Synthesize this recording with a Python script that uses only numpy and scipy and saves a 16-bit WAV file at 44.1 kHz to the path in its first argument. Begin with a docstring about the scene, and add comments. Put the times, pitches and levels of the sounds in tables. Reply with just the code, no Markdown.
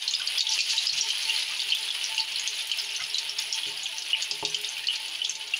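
"""A small kitchen, close to a metal wok: chicken fries, and a fresh piece laid in at half a second makes the sizzle surge.
Steam bubbles burst in the oil: countless tiny ones are filtered clicks that crackle, larger ones are gliding pings,
and now and then a water drop spits. Dense grains make the steam's sputter. The boiling keeps the wok's modes humming
faintly, and it takes a few dull knocks. Close walls add a short tail; the phone microphone limits the loudest pops."""
import sys
import numpy as np
from scipy import signal
from scipy.fft import rfft, irfft
from scipy.io import wavfile
from scipy.ndimage import uniform_filter1d, minimum_filter1d

SR = 44100
rng = np.random.default_rng(int(sys.argv[2]) if len(sys.argv) > 2 else 0)


def waveform_to_disk(signal):
    """Save audio, clipped to [-1, 1], as 16-bit WAV at the path in sys.argv[1]."""
    frames = np.transpose(np.atleast_2d(signal))
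    scaled = np.clip(frames, -1, 1) * 32767
    samples = np.round(scaled).astype(np.int16)
    wavfile.write(sys.argv[1], SR, samples)


N = 246519
TIME = np.arange(N) / SR

# Low background of stove and kitchen: (frequency [Hz], relative level [dB])
KITCHEN_COLOUR = [(25, -1), (55, -3.5), (90, -3), (130, 2), (210, -8.5), (320, 9.5), (420, -1), (600, 8),
                  (1200, -12.5), (3000, -8)]
# Ringing modes of the wok: (frequency [Hz], relative level [dB], decay by 60 dB [s])
WOK_MODES = [(123, -11.5, 0.28), (159.3, -9.5, 0.44), (318, -7.5, 0.25), (415.3, 4, 0.25), (550, -20, 0.15),
             (705, -0.5, 0.13), (814, -15, 0.13), (876, 5.5, 0.13), (1130, -11, 0.36)]
# Dull body of a knock: (frequency [Hz], relative level [dB])
THUD_COLOUR = [(30, -5), (100, -26), (400, 6), (1100, -2), (1400, -26), (6000, -57)]
# Dull knocks on the wok: (time [s], relative level [dB], contact time [ms])
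WOK_KNOCKS = [(0.925, -41, 6.3), (0.974, -47, 6.7), (3.011, -45, 5.4), (3.666, -45.5, 1.6),
              (4.312, -46, 0.49), (4.427, -34, 0.66)]
# Swells of the wok's singing mode, before their random spread: (time [s], level [dB])
SINGING_LEVEL = [(0, -56), (0.8, -38.5), (1.3, -42), (1.7, -54.5), (2.2, -36), (2.5, -55), (3.95, -42.5),
                 (4.5, -60), (5.59, -43.5)]
# Wide, low bubbles gulping at the edge of the meat: (time [s], pitch [Hz], peak level [dB])
EDGE_GULPS = [(0.198, 1520, -36.5), (.212, 1160, -43), (1.505, 1184, -43.5), (2.995, 1470, -36),
              (3.003, 2070, -32.5), (4.835, 1840, -39)]
# Water drops spitting: (time [s], relative level [dB])
WATER_SPITS = [(0.379, -23), (1.749, -17), (1.778, -31), (2.673, -18), (2.775, -23), (2.817, -27),
               (3.4, -24), (4.615, -22), (4.782, -27)]
# Colour of a spit: (frequency [Hz], relative level [dB])
SPIT_COLOUR = [(500, -26), (2000, -10), (3200, 0), (6000, -2), (8000, -6), (10000, -2), (12500, -4),
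               (15500, -6)]
# Loudest steam bubbles bursting: (time [s], pitch [Hz], relative ring level [dB], relative spray level [dB])
LOUD_POPS = [(0.078, 4200, -15.5, -22), (0.11, 6570, -24, -36), (0.137, 3480, -17, -24),
             (0.15, 4910, -16.5, -39), (0.273, 4630, -18, -28), (0.381, 4920, -17, -34),
             (0.393, 4520, -14, -30), (0.406, 3680, -12, -17.5), (0.468, 3410, -16.5, -28),
             (0.589, 2650, -15.5, -17.5), (0.605, 4280, -20, -19), (0.779, 3810, -13, -24),
             (0.869, 4980, -11.5, -22.5), (0.895, 4230, -14.5, -37), (1.01, 5620, -11, -31),
             (1.103, 3080, -17, -25.5), (1.295, 2794, -15.5, -29), (1.601, 4440, -23, -34),
             (1.721, 3070, -9, -30), (1.75, 3370, -17, -32), (1.828, 4060, -27, -32),
             (2.041, 5600, -18.5, -29), (2.179, 2820, -17, -24.5), (2.197, 4410, -16, -35),
             (2.358, 4190, -21.5, -52), (2.475, 6300, -18.5, -20), (2.715, 3040, -14, -22),
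             (2.962, 6030, -27, -30.5), (3.144, 3970, -13.5, -25.5), (3.183, 5400, -28, -21.5),
             (3.389, 3490, -27, -26.5), (3.526, 5370, -15.5, -26.5), (3.857, 3290, -23, -48),
             (4.131, 2830, -10.5, -49), (4.223, 6630, -25.5, -24), (4.311, 4910, -17.5, -21.5),
             (4.45, 3680, -18, -19.5), (4.545, 3100, -17, -24.5), (4.645, 3580, -25.5, -32),
             (4.87, 4260, -22, -32.5), (4.885, 2940, -13, -42), (4.955, 4090, -27, -32),
             (5.217, 3030, -20.5, -45), (5.247, 3340, -21.5, -28), (5.295, 6220, -19.5, -49),
             (5.537, 2720, -18, -42)]
# Colour of the sputter and of a pop's spray: (frequency [Hz], relative level [dB])
SPUTTER_COLOUR = [(1000, -40), (1900, -30), (2600, 3), (3600, 4), (4700, 8.5), (5800, 0.5), (6600, 1),
                  (7300, -8), (8200, -14), (15000, -46)]
# Gushes of steam as the wet piece sinks in: (time [s], relative level [dB])
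STEAM_GUSHES = [(0.485, -21), (0.68, -22), (0.945, -25)]
# Size classes of the tiny bursts: (low edge [Hz], high edge before the cap in crackle [Hz], size spread [dB])
FOAM_CLASSES = [(100, 8140, 3.5), (7400, 14200, 5), (12500, 22000, 5.5)]
# Colour of the crackle: (frequency [Hz], relative level [dB])
CRACKLE_COLOUR = [(100, -48), (600, -21), (1200, -18.5), (2000, -8.5), (2500, -2), (3000, 3.5),
                  (3800, -4.5), (4700, -7), (6500, -22.5), (8200, -24.5), (10100, -9.5), (12300, -29),
                  (13800, -36), (15200, -23.5)]

# The lesser pops fall at random; ring and spray levels are relative, like those of the loud pops
LESSER_LOW_HZ, LESSER_HIGH_HZ = 2654, 6830
LESSER_DB, LESSER_SPRAY_DB, LESSER_SPREAD_DB = -27.5, -36.5, 5
# The fine crackle peaks once the fresh piece is in, then eases as the oil cools (relative level)
BOIL_DB, BOIL_PEAK_S, BOIL_RISE_DB_PER_S, BOIL_FALL_DB_PER_S = -44, 0.63, 7, 1.39
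GUSH_ATTACK_S, GUSH_DECAY_S = 0.021, 0.09
DRYING_DB, DRYING_S = -12, 1.0  # what remains of a gush while the surface of the meat dries
STEAM_DB = -43.5  # relative level of the steady sputter of pieces already frying
TOP_HZ = 15600  # top of the microphone's range


def undb(db):
    """Decibels to gain."""
    return 10 ** (np.asarray(db) / 20)


def unit(x):
    """Scale to rms 1."""
    return x / np.sqrt(np.mean(x ** 2))


def curve(table, axis=1):
    """One column of a control table, joined by straight lines."""
    rows = np.array(table)
    return np.interp(TIME, rows[:, 0], rows[:, axis])


def add(out, s, sound):
    """Mix a sound in at time s."""
    start = min(max(int(s * SR), 0), N)
    out[start:start + len(sound)] += sound[:N - start]


def colour(x, points, size=1024):
    """Causal, minimum-phase filter with the given (Hz, dB) response."""
    hz, db = np.transpose(points)
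    grid = np.maximum(np.arange(size // 2 + 1) * SR / size, 1)
    response_db = np.interp(np.log(grid), np.log(hz), db)
    cepstrum = irfft(np.log(undb(response_db)))
    # folding the cepstrum forward puts the energy as early as possible
    cepstrum[1:size // 2] *= 2
    cepstrum[size // 2 + 1:] = 0
    impulse = irfft(np.exp(rfft(cepstrum)))
    return signal.oaconvolve(x, impulse)[:len(x)]


def walk(rate, size=2048):
    """A random wander with a spread near 1: straight lines between `rate` random points a second."""
    return np.interp(TIME * rate, np.arange(size), rng.standard_normal(size))


def clicks(spread_db, count):
    """Randomly timed bursts of very unequal size and random sign."""
    when, size, sign = rng.random((count, 3)).T
    height = undb(spread_db * np.minimum(-np.log(size), 6.5)) * np.sign(sign - .5)
    return np.bincount((when * N).astype(int), height, N)


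def ping(hz, cycles, glide, rise_s=0.0018):
    """A burst bubble's cavity rings for some cycles; its pitch rises as the hole opens."""
    life = cycles / hz
    t = TIME[:int(5 * life * SR)]
    swell = (1 - np.exp(-t / rise_s)) * np.exp(-(t / life) ** 1.21)
    pitch = hz * (1 + glide * (np.tanh(t / life) - .5))
    phase = 2 * np.pi * np.cumsum(pitch) / SR
    return swell / swell.max() * np.sin(phase)


def boil():
    """How hard the oil boils, in dB: a short rise, then a slow fall."""
    since = TIME - BOIL_PEAK_S
    return BOIL_DB + np.minimum(BOIL_RISE_DB_PER_S * since, -BOIL_FALL_DB_PER_S * since)


def kitchen(level_db=-61.5):
    """The low background of stove and kitchen is steady coloured noise."""
    noise = colour(rng.standard_normal(N), KITCHEN_COLOUR, size=8192)
    return undb(level_db) * unit(noise)


def wok(boil_db=-62, swell_db=6, thud_db=-1, thud_s=0.031):
    """The wok's modes ring under knocks and, faintly, under the boiling oil, where each swells on its own."""
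    t = TIME[:SR]
    modes = [undb(db) * np.cos(2 * np.pi * hz * t) * undb(-60 * t / t60) for hz, db, t60 in WOK_MODES]
    thud = unit(colour(rng.standard_normal(SR), THUD_COLOUR)) * np.exp(-t / thud_s)
    blows = np.zeros(N)
    for s, db, contact_ms in WOK_KNOCKS:
        push = np.hanning(max(int(contact_ms * SR / 1000), 3))
        add(blows, s, undb(db) * push / push.sum())
    knocks = signal.oaconvolve(blows, sum(modes) + undb(thud_db) * thud)[:N]
    hum = np.zeros(N)
    for mode in modes:
        drive = rng.standard_normal(N) * undb(swell_db * walk(12))
        hum += signal.oaconvolve(drive, mode)[:N]
    return knocks + undb(boil_db) * unit(hum)


def singing(hz=892, width_hz=35, steady_db=-59, swell_s=0.082, spread_db=3, waver=0.01174, count=26):
    """One narrow mode of the bowl sings under the boil; now and then it swells for a moment."""
    b, a = signal.iirpeak(hz, hz / width_hz, fs=SR)
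    steady = undb(steady_db) * unit(signal.lfilter(b, a, rng.standard_normal(N)))
    swells = np.zeros(N)
    for k, (when, length, size) in enumerate(rng.random((count, 3))):
        swell = np.hanning(int(swell_s * (.5 + length) * SR))
        add(swells, (k + when) / count * TIME[-1], undb(spread_db * (2 * size - 1)) * swell)
    phase = 2 * np.pi * np.cumsum(hz * (1 + waver * walk(40))) / SR
    return steady + undb(curve(SINGING_LEVEL)) * swells * np.sin(phase)


def simmer(low_hz=650, high_hz=2000, cycles=14, spread_db=2.0, tilt_db=5, count=400):
    """Slow, soft bubbling from deep in the oil: low pings with a gentle onset."""
    out = np.zeros(N)
    for when, pitch, size in rng.random((count, 3)):
        db = spread_db * min(-np.log(size), 3.0) + tilt_db * pitch
        hz = low_hz * (high_hz / low_hz) ** pitch
        add(out, when * N / SR, undb(db) * ping(hz, cycles, 0.051, rise_s=0.0085))
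    return unit(out)


def gulps(cycles=12, again_db=-5, again_s=0.02, count=3):
    """Wide bubbles ring lower and softer, and wobble again as they collapse."""
    out = np.zeros(N)
    for (s, hz, db), chance in zip(EDGE_GULPS, rng.random((len(EDGE_GULPS), count, 2))):
        add(out, s, undb(db) * ping(hz, cycles, 0.044))
        for lag, pitch in chance:
            wobble = ping(hz * (.85 + .3 * pitch), cycles / 2, 0.035)
            add(out, s + again_s * (0.25 + lag), undb(db + again_db) * wobble)
    return out


def spits(hiss_db=-6, hiss_s=0.0035):
    """A water drop flashes to steam with one sharp crack and a brief hiss."""
    out, t = np.zeros(N), TIME[:SR // 20]
    crack = t == 0  # a single-sample impulse
    for s, db in WATER_SPITS:
        hiss = rng.standard_normal(len(t)) * np.exp(-t / hiss_s)
        add(out, s, undb(db) * (crack + undb(hiss_db) * hiss / np.linalg.norm(hiss)))
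    return colour(out, SPIT_COLOUR)


def lesser_pops(count=56):
    """Rows like those of the loud pops, at random moments and weaker as the boil eases."""
    when, pitch, size, wetness = rng.random((count, 4)).T
    s = (np.arange(count) + when) / count * TIME[-1]
    level = boil()
    vigour_db = np.interp(s, TIME, level - level.mean())
    hz = LESSER_LOW_HZ * (LESSER_HIGH_HZ / LESSER_LOW_HZ) ** pitch
    db = LESSER_DB + vigour_db + LESSER_SPREAD_DB * (2 * size - 1)
    spray_db = LESSER_SPRAY_DB + vigour_db + LESSER_SPREAD_DB * (2 * wetness - 1)
    return list(zip(s, hz, db, spray_db))


def pops(cycles=9, glide=0.062, rings_db=3, spray_db=4, spray_s=0.0058,
         follow_db=-9, follow_s=0.0087, scatter=0.11, count=3):
    """Each large bubble pings, sets off a few neighbours of like size, and its torn film sprays a rough fizz."""
    rings, spray = np.zeros(N), np.zeros(N)
    bubbles = LOUD_POPS + lesser_pops()
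    for (s, hz, db, fizz_db), chance in zip(bubbles, rng.standard_normal((len(bubbles), count, 2))):
        add(rings, s, undb(db) * ping(hz, cycles, glide))
        for lag, pitch in chance:
            neighbour_hz = np.clip(hz * np.exp(scatter * pitch), 2400, 7300)
            neighbour = ping(neighbour_hz, 0.58 * cycles, glide)
            add(rings, s + follow_s * (.2 + abs(lag)), undb(db + follow_db) * neighbour)
        add(spray, s, undb(fizz_db) * np.exp(-TIME[:SR // 20] / spray_s))
    grains = clicks(0.76, count=60000)
    fizz = colour(spray * grains, SPUTTER_COLOUR) / np.std(colour(grains, SPUTTER_COLOUR))
    return undb(rings_db) * rings + undb(spray_db) * fizz


def small_bubbles(low_hz=2600, high_hz=7000, cycles=7, spread_db=1.5, tilt_db=-3, cluster_db=5, count=1000):
    """Small steam bubbles ping in clusters along the crust, the highest ones tending to be weakest."""
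    out = np.zeros(N)
    for when, pitch, size, shape in rng.random((count, 4)):
        db = spread_db * min(-np.log(size), 3.0) + tilt_db * pitch
        hz = low_hz * (high_hz / low_hz) ** pitch
        add(out, when * N / SR, undb(db) * ping(hz, cycles * (.5 + shape), 0.072, rise_s=0.00056))
    clusters = np.minimum(walk(30), 1)
    return unit(out) * undb(boil() + cluster_db * clusters)


def steam(grain_db=1.0, flutter_db=4.5):
    """Moisture boils out of the meat in a dense, fluttering sputter; each gush drops quickly, then dries slowly."""
    power = undb(STEAM_DB) ** 2
    for s, db in STEAM_GUSHES:
        age = np.maximum(TIME - s, 0)
        attack = np.minimum(age / GUSH_ATTACK_S, 1)
        release = np.exp(-age / GUSH_DECAY_S) + undb(DRYING_DB) * np.exp(-age / DRYING_S)
        power = power + (undb(db) * attack * release) ** 2
    sputter = unit(colour(clicks(grain_db, count=25000), SPUTTER_COLOUR))
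    return sputter * np.sqrt(power) * undb(flutter_db * walk(90))


def crackle(flutter_db=2.0):
    """Countless tiny bursts; each size class crackles on its own in its own band."""
    out = np.zeros(N)
    for low_hz, high_hz, spread_db in FOAM_CLASSES:
        edges = [low_hz, min(high_hz, .45 * SR)]  # capped below half the sample rate
        band = signal.butter(4, edges, "bandpass", fs=SR, output="sos")
        out += signal.sosfilt(band, unit(clicks(spread_db, count=45000)))
    return unit(colour(out, CRACKLE_COLOUR)) * undb(boil() + flutter_db * walk(25.105))


def room(x, wet_db=-5, t60=0.14, gap_s=0.0011, count=3):
    """Close reflections; the sound wanders between spots in the wok, and each spot has its own echoes."""
    t = TIME[:SR // 5]
    spots = np.array([walk(70) for _ in range(count)])
    spots /= np.sqrt(np.sum(spots ** 2, axis=0))  # the shares keep a constant total power
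    out = x
    for share in spots:
        decay = np.exp(-np.log(1000) * t / t60)
        tail = rng.standard_normal(len(t)) * decay * np.clip(t / gap_s - 1, 0, 1)
        out = out + undb(wet_db) * signal.oaconvolve(x * share, tail / np.linalg.norm(tail))[:N]
    return out


def limiter(x, top_db=-15.0, ratio=3, release_s=0.053, size=260):
    """The gain drops just ahead of a loud peak and recovers quickly; size is the look-around in samples."""
    peak = -minimum_filter1d(-np.abs(x), size)
    # a running maximum on a tilted log scale holds each peak and lets it decay exponentially
    fall = TIME / release_s
    held = np.exp(np.maximum.accumulate(np.log(peak + 1e-9) + fall) - fall)
    gain = np.minimum(undb(top_db) / held, 1) ** (1 - 1 / max(ratio, 1))
    return x * uniform_filter1d(gain, size)


def scene():
    """The oil heard in the room, over the wok and the low background."""
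    background = kitchen() + singing() + wok()
    bursts = gulps() + undb(14) * spits() + pops()
    sizzle = undb(-60.0) * simmer() + undb(3.0) * small_bubbles() + undb(-5.5) * steam() + undb(11.0) * crackle()
    return (background + room(bursts + sizzle))[None]


def record(dry):
    """The phone microphone limits the peaks and cuts the top."""
    top_cut = signal.ellip(10, .2, 70, TOP_HZ, fs=SR, output="sos")
    return signal.sosfilt(top_cut, limiter(dry[0]))[None]


dry = scene()
out = record(dry)
waveform_to_disk(out)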